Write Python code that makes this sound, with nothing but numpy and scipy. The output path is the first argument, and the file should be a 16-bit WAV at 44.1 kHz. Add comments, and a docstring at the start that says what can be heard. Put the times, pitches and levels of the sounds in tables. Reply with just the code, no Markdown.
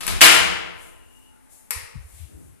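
"""A faint building background runs throughout. By a hand-held phone in a stone stairwell, the handle and
bolt of an old elevator's metal gate rattle, a latch snaps, and the gate bangs and rings on, with deep booms.
Clothes swish, the swinging door's hinge rubs faintly and a latch snaps again; then air buffets
the microphones, a sole slides and a soft foot lands. Metal is noise bursts with echoes plus decaying sines;
the rest is filtered noise that swells and fades. The bang overloads the recorder."""
import sys
import numpy as np
from scipy import signal
from scipy.fft import rfft, irfft
from scipy.io import wavfile
from scipy.ndimage import uniform_filter1d

SR = 44100
rng = np.random.default_rng(int(sys.argv[2]) if len(sys.argv) > 2 else 0)


def wrap_up_sound(samples):
    """Save the sound to the file named by the first command line argument, as 16-bit audio."""
    columns = np.atleast_2d(samples).T
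    # keep every value between -1 and 1, then stretch to whole-number steps
    tamed = np.clip(columns, -1, 1)
    steps = np.round(tamed * 32767).astype(np.int16)
    wavfile.write(sys.argv[1], SR, steps)


N = 114660
T = np.arange(N) / SR  # time/s
FREQS = np.fft.rfftfreq(2 * N, 1 / SR)  # f/Hz, padded to twice the length

# Below, levels are relative; rise and fall set how wide a swell is on each side of its peak.
# Background of the building: [f/Hz, level per Hz/dB]
BACKGROUND_COLOUR = [(25, -5), (55, 3), (120, -8), (260, -6.5), (500, -12.5), (900, -17.5), (2000, -21),
                     (3000, -25.5), (4800, -31), (7000, -27.5), (10000, -22), (14000, -33)]
BACKGROUND_DB = -56

# Handle and bolt rattling before the bang: [t/s, level/dB, attack/s, crash t60/s]
RATTLE_BLOWS = [(.0065, -26.5, 0.018, .03), (.031, -28.5, 0.0035, .04), (.0772, -17.5, 0.0025, .025)]
# Colour of the rattle: [f/Hz, level per Hz/dB]
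RATTLE_COLOUR = [(30, 1), (70, 3.5), (170, 5), (450, 0), (1300, 0), (1700, -2), (2500, 0), (4000, -1.5),
                 (7000, -6), (10500, -5), (12000, -6.5), (14000, -21)]
# Ringing of the handle and bolt: [f/Hz, level/dB, t60/s]
RATTLE_MODES = [(1267, 9, 0.26), (2260, 1.5, .2), (3120, -2, 0.22), (10040, 8, 0.024)]
RATTLE_RING_DB, RATTLE_DIRECT_DB, RATTLE_PAN_DB = -21, -4.5, 0.5  # pan: left minus right

# Latches snapping: [t/s, level/dB, attack/s, crash t60/s]
LATCH_BLOWS = [(.0668, -23.5, 0.0017, .014), (1.7068, -21, 0.0013, 0.029), (1.7125, -39, .002, 0.036)]
# Colour of the snap: [f/Hz, level per Hz/dB]
LATCH_COLOUR = [(40, -4.5), (300, -15.5), (470, -2), (700, -12.5), (950, -1), (1200, -2.5), (1500, -6.5),
                (2100, 1), (2700, -2.5), (3300, -10.5), (5300, -2.5), (6500, -8), (8300, -1.5),
                (10000, -1.5), (11500, -3), (14000, -7)]
# Ringing of the latch: [f/Hz, level/dB, t60/s]
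LATCH_MODES = [(478, -6, 0.62), (1022, -2.5, 0.32), (1810, -0.5, .35), (1900, 2.5, 0.75), (2130, 2, 0.47),
               (2580, -2.5, .3), (8090, 7.5, 0.03), (11430, 10, .012), (12040, 5.5, 0.01)]
LATCH_RING_DB, LATCH_DIRECT_DB, LATCH_PAN_DB = -18.5, -4, 1.5

# Air pushed by the gate and the cabin booming: [peak t/s, rise/s, fall/s, f/Hz, width/Hz, level/dB]
BOOMS = [(0.13, 0.061, .05, 28, 40, -28.5), (0.15, 0.039, .04, 36, 33, -25.5),
         (.43, 0.06, 0.089, 71, 30, -33), (0.3, 0.099, 0.28, 170, 35, -32.5),
         (1.15, .4, .6, 255, 25, -60.5)]

# Gate hitting its frame and rebounding: [t/s, level/dB, attack/s, crash t60/s]
GATE_BLOWS = [(.2076, -9, 0.00056, 0.046), (.2141, 4.5, .0004, 0.022), (.292, -14, 0.00033, 0.022),
              (.318, -14, 0.0014, 0.017), (.347, -15.5, .0015, 0.018)]
# Colour of the gate's crack: [f/Hz, level per Hz/dB]
GATE_COLOUR = [(30, -24.5), (60, -17.5), (130, -14), (240, -15.5), (330, -10.5), (600, -5.5), (850, -6),
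               (1100, -4.5), (1700, -2), (2900, 0.5), (3700, -5), (5800, -8), (10000, -9), (12000, -11),
               (14000, -17)]
# Ringing bars and panels: [f/Hz, level/dB, t60/s]
GATE_MODES = [(312, -3.5, 0.96), (786.6, -1, 1.0), (903, -5, 1.0), (1026, -5.5, 1.5), (1290, 2.5, 1),
              (1388, -2, 1), (1630, -1, 0.51), (1930, 3.5, 1), (2046, -3.5, 0.52), (2234, -1.5, .7),
              (2410, -4.5, 0.63), (2696, -5, 1), (2990, -1, 1), (3260, -2.5, 0.43)]
GATE_RING_DB, GATE_DIRECT_DB, GATE_PAN_DB = -20.5, -6.5, -2

# Clothes swishing: [peak t/s, rise/s, fall/s, level/dB]
SWISHES = [(.83, 0.058, 0.13, -49.5), (1.17, .13, 0.18, -59.5), (1.53, 0.031, 0.15, -49.5),
           (2.17, 0.14, 0.14, -50), (2.44, 0.14, 0.15, -59)]
# Colour of the fabric: [f/Hz, level per Hz/dB]
SWISH_COLOUR = [(200, -36), (700, 2), (1500, -23), (2800, -16), (4800, -13), (6200, -6), (7200, -1.5),
                (10000, -1), (12000, -6), (14000, -4)]

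# Hinge rubbing as the door swings: [peak t/s, rise/s, fall/s, f/Hz, width/Hz, level/dB]
HINGE_RUBS = [(1.26, 0.9, .1, 2850, 170, -62), (1.42, 0.62, 0.52, 870, 49, -64),
              (1.393, 0.092, 0.071, 1400, 230, -66.5)]

# Air buffeting the microphone ports: [peak t/s, rise/s, fall/s, f/Hz, left level/dB, right level/dB]
PUFFS = [(1.768, 0.011, 0.021, 74, -68, -29), (1.842, .012, 0.01, 68, -40, -43),
         (1.958, 0.0094, 0.018, 117, -31.5, -38.5), (1.988, .012, 0.021, 66, -29.5, -38),
         (2.053, 0.009, 0.018, 61.6, -42, -34), (2.14, .05, .04, 48, -50, -48),
         (2.217, 0.045, 0.05, 73.6, -33.5, -55), (2.354, 0.025, 0.025, 67, -39.5, -48),
         (2.47, 0.044, 0.07, 74.5, -48.5, -48.5)]
PUFF_WIDTH = 1  # share of the centre frequency, before the filter is applied twice

# Sole sliding and soft footfall: [peak t/s, rise/s, fall/s, f/Hz, width/Hz, level/dB]
FOOT = [(2.21, 0.094, 0.13, 3040, 3450, -58.5), (2.33, 0.053, 0.19, 282, 180, -48.5),
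        (2.42, 0.093, 0.11, 131, 60.5, -47)]

# Base decay time of the stairwell, scaled by the shares below: [f/Hz, t60/s]
STAIR_T60 = [(60, 3), (150, 0.92), (300, 1.39), (900, 0.98), (2500, 0.88), (4000, 0.75), (7000, 0.6),
             (10000, 0.49), (14000, 0.25)]
STAIR_TAIL, LATCH_TAIL = 0.97, 0.92  # shares of that time for gate and handle, and for the latch
STAIR_BUILD_S = 0.0012
PORT_GAP_M, PORT_LAG_S = 0.13, .0002  # gap between microphone ports; direct sound is later at right

# Left minus right sensitivity: [f/Hz, level/dB]
BALANCE_DB = [(100, 2), (380, 2.5), (620, -0.5), (1100, 4.5), (2300, 7), (4200, 2), (6000, 0.5),
              (8500, 8.5), (11000, 14.5), (13000, 7)]
# Top edge of the recorder: [f/Hz, level/dB]
TOP_EDGE = [(11500, 0), (12800, 0), (14000, -6)]
CLIP_KNEE = 11  # hardness of the overload
TOP_HZ = 14200  # final treble cut


def undb(db):
    """Turn decibels into gain."""
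    return 10 ** (np.asarray(db) / 20)


def curve(points, hz=FREQS):
    """Read (frequency, value) points on a log-frequency axis."""
    f, value = np.array(sorted(points), float).T
    return np.interp(np.log(np.maximum(hz, 1)), np.log(f), value)


def shape(x, gain):
    """Filter by a gain per frequency, without delay."""
    return irfft(rfft(x, 2 * N) * gain)[..., :N]


def causal(db):
    """Minimum-phase response of a dB curve, so that nothing sounds before a hit."""
    cepstrum = irfft(np.log(undb(db)))
    # Fold the half before time zero onto the half after it.
    cepstrum[1:N] *= 2
    cepstrum[N + 1:] = 0
    return np.exp(rfft(cepstrum))


def band(hz, width):
    """Gain of a resonance with steep skirts."""
    return 1 / (1 + ((FREQS ** 2 - hz ** 2) / (width * (FREQS + 1))) ** 2)


def rms(x):
    """Root-mean-square level of a sound."""
    return np.sqrt(np.mean(x ** 2))


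def unit(x):
    """Scale to rms 1."""
    return x / rms(x)


def decay(t60):
    """Fall of 60 dB in t60 seconds."""
    return np.exp(-np.log(1000) * T / t60)


def swell(peak, rise, fall):
    """Smooth rise and fall about a moment."""
    side = np.where(T < peak, rise, fall)
    return np.exp(1 - np.hypot(1, 2 * (T - peak) / side))


def diffuse():
    """Noise arriving from all sides at two ports: alike in the bass, unrelated above."""
    alike = np.sinc(2 * FREQS * PORT_GAP_M / 343)  # 343 m/s is the speed of sound
    mid, side = shape(rng.standard_normal((2, N)), np.sqrt([1 + alike, 1 - alike]))
    return unit(np.array([mid + side, mid - side]))


def resonances(rows):
    """Softly driven resonances that swell and fade, blurred by the walls."""
    out = np.zeros((2, N))
    for peak, rise, fall, hz, width, db in rows:
        drive = swell(peak, rise, fall)
        tone = drive * shape(diffuse(), band(hz, width))
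        out += undb(db) * unit(tone) * rms(drive)
    return out


def stairwell(tail):
    """Dense echoes off stone; the treble dies first."""
    centres = np.geomspace(40, 16000, 15)  # overlapping bands, each with its own decay
    noise = rfft(diffuse(), 2 * N)
    out = np.zeros((2, N))
    for hz, weights in zip(centres, np.eye(len(centres))):
        echoes = irfft(noise * curve(zip(centres, weights)))[:, :N]
        out += echoes * decay(tail * curve(STAIR_T60, hz))
    build = 1 - np.exp(-T / STAIR_BUILD_S)
    return unit(out * build) / np.sqrt(N)


def crash(attack, t60, colour):
    """A burst of countless short metal modes, evened out to the given colour."""
    envelope = decay(t60) * (1 - np.exp(-T / attack))
    burst = rfft(rng.standard_normal(N) * envelope, 2 * N)
    lumps = 10 * np.log10(uniform_filter1d(np.abs(burst) ** 2, size=500))
    return unit(irfft(burst * causal(curve(colour) - lumps))[:N])


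def struck(blows, colour, modes, room, ring_db, direct_db, pan_db):
    """Metal on metal: short dense crashes, heard directly and off the walls, leave modes ringing close by."""
    ring = np.zeros((2, N))
    for hz, db, t60 in modes:
        phase = rng.random((2, 1))  # differs at each port
        ring += undb(db) * unit(np.sin(2 * np.pi * (hz * T + phase)) * decay(t60))
    crashes, ringing = np.zeros(N), np.zeros((2, N))
    for t, db, attack, t60 in blows:
        start, force = int(t * SR), undb(db) / 20
        crashes[start:] += force * crash(attack, t60, colour)[:N - start]
        ringing[:, start:] += force * ring[:, :N - start]
    right = np.interp(T - PORT_LAG_S, T, crashes)
    direct = np.array([crashes * undb(pan_db / 2), right * undb(-pan_db / 2)])
    echoes = signal.fftconvolve(crashes[None], room, axes=1)[:, :N]
    return undb(direct_db) * direct + undb(ring_db) * ringing + echoes


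def background():
    """Steady noise of the building, arriving from all sides."""
    return undb(BACKGROUND_DB) * unit(shape(diffuse(), undb(curve(BACKGROUND_COLOUR))))


def handle_rattle(room):
    """Handle and bolt knock and ring briefly."""
    return struck(RATTLE_BLOWS, RATTLE_COLOUR, RATTLE_MODES, room,
                  RATTLE_RING_DB, RATTLE_DIRECT_DB, RATTLE_PAN_DB)


def latch_snaps():
    """Latches snap, with slightly shorter echoes than the gate."""
    return struck(LATCH_BLOWS, LATCH_COLOUR, LATCH_MODES, stairwell(LATCH_TAIL),
                  LATCH_RING_DB, LATCH_DIRECT_DB, LATCH_PAN_DB)


def booms():
    """Pushed air and the cabin boom as low resonances."""
    return resonances(BOOMS)


def gate_bang(room):
    """The gate hits its frame and rebounds; its bars and panels ring."""
    return struck(GATE_BLOWS, GATE_COLOUR, GATE_MODES, room,
                  GATE_RING_DB, GATE_DIRECT_DB, GATE_PAN_DB)


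def clothes():
    """Fabric hisses with each move."""
    effort = sum(undb(db) * swell(peak, rise, fall) for peak, rise, fall, db in SWISHES)
    return effort * unit(shape(diffuse(), undb(curve(SWISH_COLOUR))))


def hinge_rub():
    """The rubbing hinge softly drives a few resonances."""
    return resonances(HINGE_RUBS)


def buffeting():
    """Short eddies of air, different at each port."""
    out = np.zeros((2, N))
    for peak, rise, fall, hz, *levels in PUFFS:
        gust = swell(peak, rise, fall)
        for port, db in enumerate(levels):
            eddy = shape(gust * rng.standard_normal(N), band(hz, PUFF_WIDTH * hz) ** 2)
            out[port] += undb(db) * unit(eddy) * rms(gust)
    return out


def footfall():
    """A sliding sole hisses, then a soft step thuds low."""
    return resonances(FOOT)


def scene():
    """Add all sounds; handle and gate share one set of stairwell echoes."""
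    room = stairwell(STAIR_TAIL)
    metal = handle_rattle(room) + latch_snaps() + gate_bang(room)
    movement = clothes() + hinge_rub() + buffeting() + footfall()
    return background() + metal + booms() + movement


def record(dry):
    """Two unequal microphones of opposite polarity; the peaks overload and the top is cut."""
    half = curve(BALANCE_DB) / 2
    sensitivity = np.array([undb(half), -undb(-half)])
    x = shape(dry, sensitivity * undb(curve(TOP_EDGE)))
    x = x / (1 + np.abs(x) ** CLIP_KNEE) ** (1 / CLIP_KNEE)
    top_cut = signal.ellip(8, .2, 70, TOP_HZ, fs=SR, output="sos")
    return signal.sosfilt(top_cut, x)


dry = scene()
out = record(dry)
wrap_up_sound(out)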